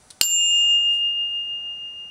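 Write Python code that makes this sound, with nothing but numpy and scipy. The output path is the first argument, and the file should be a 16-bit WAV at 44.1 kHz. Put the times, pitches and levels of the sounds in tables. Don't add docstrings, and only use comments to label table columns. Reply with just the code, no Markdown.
import sys
import numpy as np
from scipy import signal
from scipy.fft import rfft, irfft
from scipy.io import wavfile

SR = 44100
rng = np.random.default_rng(int(sys.argv[2]) if len(sys.argv) > 2 else 0)


def int16_out(signal):
    q = np.round(np.clip(np.atleast_2d(signal).T, -1, 1) * 32767)
    wavfile.write(sys.argv[1], SR, q.astype(np.int16))


N = 92610
T = np.arange(N) / SR
STRIKE_S, BOUNCE_S = 0.2120, 0.2322
SPRING_HZ = 95.6


def from_db(db):
    return 10 ** (np.asarray(db) / 20)


def decay(start_s, t60_s):
    return (T >= start_s) * from_db(-60 * np.clip((T - start_s) / t60_s, 0, 5))


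def sine(hz, start_s):
    return np.sin(2 * np.pi * hz * (T - start_s))


def ring(modes, start_s):
    return sum(from_db(db) * decay(start_s, t60_s) * sine(hz, start_s) * (-1) ** k
               for k, (hz, db, t60_s) in enumerate(modes))


def noise(spectrum):
    hz, db = np.transpose(sorted(spectrum))
    bins_hz = np.maximum(np.fft.rfftfreq(N, 1 / SR), 1)
    shape = from_db(np.interp(np.log(bins_hz), np.log(hz), db))
    x = irfft(rfft(rng.standard_normal(N)) * shape, N)
    return x / x.std()


def smooth(x, lag_s):
    pole = np.exp(-1 / (lag_s * SR))
    return signal.lfilter([1 - pole], [1, -pole], x)


DOME_HZ = [2825.2, 7285.5, 10130, 12966]
# level in dB, t60 in seconds, gain before the bounce, beat in Hz,
# twin's relative level in dB, time of one beat peak in seconds after the strike.
DOME_MODES = [(-6, 3.926, 1.88, 6.3, -15, .054), (5.5, 0.74, 0.3664, 8.2, -11.5, 0.14),
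              (-39, 0.91, .5, 12, -13.5, .1), (5, 0.23, 0.32, 20.5, -4.5, 0.047)]


def dome():
    age_s = T - STRIKE_S
    partials = []
    for hz, (db, t60_s, early_gain, beat_hz, twin_db, peak_s) in zip(DOME_HZ, DOME_MODES):
        envelope = from_db(db) * np.where(T < BOUNCE_S, early_gain, 1) * decay(STRIKE_S, t60_s)
        pair = 1 + from_db(twin_db) * np.exp(-2j * np.pi * beat_hz * (age_s - peak_s))
        partials.append(envelope * np.imag(pair * np.exp(2j * np.pi * hz * age_s)))
    flutter = 0.017 * sine(SPRING_HZ, STRIKE_S) + 0.012 * sine(hz=37.4, start_s=STRIKE_S)
    noise_skirt = 0.005 * noise([(130, 0), (1300, -70)])
    octave = from_db(-26) * np.imag(signal.hilbert(partials[0]) ** 2) * (T >= STRIKE_S)
    return sum(partials) * (1 + flutter + noise_skirt) + octave


# start in seconds, level in dB.
BLOWS = [(STRIKE_S, 0), (.2205, -13), (.2252, -16), (BOUNCE_S, -8)]
# frequency in Hz, level in dB, t60 in seconds.
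STRIKER_MODES = [(60, -24, .05), (486, -17, 0.02174), (718, -20, .022), (978, -13.5, 0.05),
                 (1457.6, -24, .3), (1562, -14.5, 0.055), (3048, 2.5, .025), (4328, 7.5, 0.028),
                 (4730, 1.5, 0.041), (4885, 3.5, 0.066), (5555, -24.5, 0.35), (6530, -15.5, .07),
                 (8288, -9, .05), (8560, -3, 0.036), (9034, -2.5, .035), (9680, -13.5, .04)]
# frequency in Hz, level in dB, t60 in seconds.
COIL_MODES = [(4470, -22.5, .35), (4484, -22.5, .4), (4600, -24.5, .4), (4600, -24.5, .42),
              (4738, -26.5, .35), (4886, -24, 0.25)]
# frequency in Hz, relative density in dB.
CRACK_SPECTRUM = [(40, -7), (250, -28), (500, -9.5), (800, -9.5), (2200, -19.5), (4600, 5), (6000, -1),
                  (9000, 3.5), (11000, -11), (15500, -17)]


def striker(rise_s=0.00093):
    crack = from_db(4) * noise(CRACK_SPECTRUM)
    blows = sum(from_db(db) * (ring(STRIKER_MODES, start_s) + crack * decay(start_s, t60_s=0.037))
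                for start_s, db in BLOWS)
    attack = 1 - np.exp(-np.maximum(T - STRIKE_S, 0) / rise_s)
    return attack * (blows + ring(COIL_MODES, STRIKE_S) + room_tail())


# frequency in Hz, relative density in dB.
TAIL_SPECTRUM = [(100, -22.5), (600, -24.5), (1500, -4), (2300, -14.5), (3700, -6), (4550, -0.5),
                 (5200, -1), (9000, -3.5), (11000, -13.5), (15500, -22.5)]


def room_tail(split_hz=6360):
    tail = from_db(-9.5) * noise(TAIL_SPECTRUM)
    low = signal.sosfilt(signal.butter(4, split_hz, "low", fs=SR, output="sos"), tail)
    high = signal.sosfilt(signal.butter(4, split_hz, "high", fs=SR, output="sos"), tail)
    return low * decay(STRIKE_S, t60_s=0.27) + high * decay(STRIKE_S, t60_s=0.22)


# frequency in Hz, level in dB, t60 in seconds.
HANDLEBAR_MODES = [(502, -50.5, 2.2), (686, -43, 2), (768, -41.5, 1.3), (803, -49.5, 2.2),
                   (1042, -49.5, 2.2), (1050, -47, 1.6), (1260, -51.5, 2), (1385, -43.5, 1.6),
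                   (1675, -53, 2.2)]


def handlebar(rise_s=0.4, waver_db=3, waver_hz=4.3):
    bar = np.zeros(N)
    for mode in HANDLEBAR_MODES:
        drift = noise([(waver_hz, 0), (10 * waver_hz, -90)])
        bar += ring([mode], STRIKE_S) * from_db(waver_db * drift)
    spring = from_db(-37) * decay(STRIKE_S, t60_s=1.72) * sine(SPRING_HZ, STRIKE_S)
    swell = 1 - np.exp(-(np.maximum(T - STRIKE_S, 0) / rise_s) ** 2)
    return swell * (bar + spring)


# start in seconds, level in dB.
TICKS = [(.1040, -36.5), (0.1075, -39)]
# frequency in Hz, relative density in dB.
TICK_SPECTRUM = [(300, -19), (1500, -11.5), (2500, -10), (3500, 0.5), (6500, -3), (7200, -9.5), (8700, 3.5),
                 (10400, -1.5), (12000, -17.5), (16000, -24)]


def ticks(t60_s=0.019, room_db=-15.5, room_t60_s=0.18):
    envelope = sum(from_db(db) * (decay(start_s, t60_s) + from_db(room_db) * decay(start_s, room_t60_s))
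                   for start_s, db in TICKS)
    return envelope * noise(TICK_SPECTRUM)


# time in seconds, level in dB.
SLEEVE_LEVEL = [(0, -57.5), (.09, -58), (.2, -59), (.45, -67.5), (.87, -68), (.94, -52), (1.03, -65),
                (1.2, -67), (1.35, -66), (1.55, -69), (2.1, -67)]
# frequency in Hz, relative density in dB.
SLEEVE_SPECTRUM = [(2000, -19), (3500, -7.5), (6000, -7.5), (9000, -1.5), (10500, -5), (12000, -20),
                   (15500, -25.5)]


def sleeve():
    return from_db(np.interp(T, *np.transpose(SLEEVE_LEVEL))) * noise(SLEEVE_SPECTRUM)


# harmonic number, level in dB.
MOTOR_HARMONICS = [(4, -68), (5, -64.5), (6, -71.5), (8, -73.5), (9, -73.5), (10, -71.5)]
# time in seconds, gain in dB.
MOTOR_GAIN = [(0, -2), (.5, -1), (.66, 5), (.87, 3), (.96, -4), (1.1, -4), (1.2, 3.5), (1.33, 0.5),
              (1.45, -8.5), (1.58, 3), (1.72, 2), (1.88, -11), (2.1, -4.5)]


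def motor(fundamental_hz=150.2):
    hum = sum(from_db(db) * sine(harmonic * fundamental_hz, 0) for harmonic, db in MOTOR_HARMONICS)
    return from_db(np.interp(T, *np.transpose(MOTOR_GAIN))) * hum


# frequency in Hz, relative density in dB.
AIR_SPECTRUM = [(20, -10), (80, -0.5), (150, -3), (400, -7), (800, -9), (1400, -11.5), (2200, -14.5),
                (3200, -25), (4500, -20), (9000, -28.5), (11000, -30.5), (12500, -35.5), (16000, -38)]


def room_tone(air_db=-58, whine_hz=5886, whine_db=-65):
    return from_db(air_db) * noise(AIR_SPECTRUM) + from_db(whine_db) * sine(whine_hz, 0)


def scene():
    return (dome() + striker() + handlebar() + ticks() + sleeve() + motor() + room_tone())[None]


def gain_control(x, limit_db=-12.5, max_cut_db=24, attack_s=0.0024, release_db_per_s=111.5, step_db=0.13):
    over_db = np.clip(20 * np.log10(np.abs(x) + 1e-9) - limit_db, 0, max_cut_db)
    release_db = release_db_per_s * T
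    held_db = np.maximum.accumulate(over_db + release_db, axis=-1) - release_db
    cut_db = step_db * np.round(smooth(held_db, attack_s) / step_db)
    return x * from_db(-smooth(cut_db, lag_s=0.00007))


def record(dry, ceiling=0.6, notch_hz=11800, cutoff_hz=15700):
    clipped = np.clip(gain_control(dry), -ceiling, ceiling)
    notched = signal.lfilter(*signal.iirnotch(notch_hz, Q=5.9, fs=SR), clipped)
    return signal.sosfilt(signal.ellip(10, 0.1, 80, cutoff_hz, fs=SR, output="sos"), notched)


dry = scene()
out = record(dry)
int16_out(out)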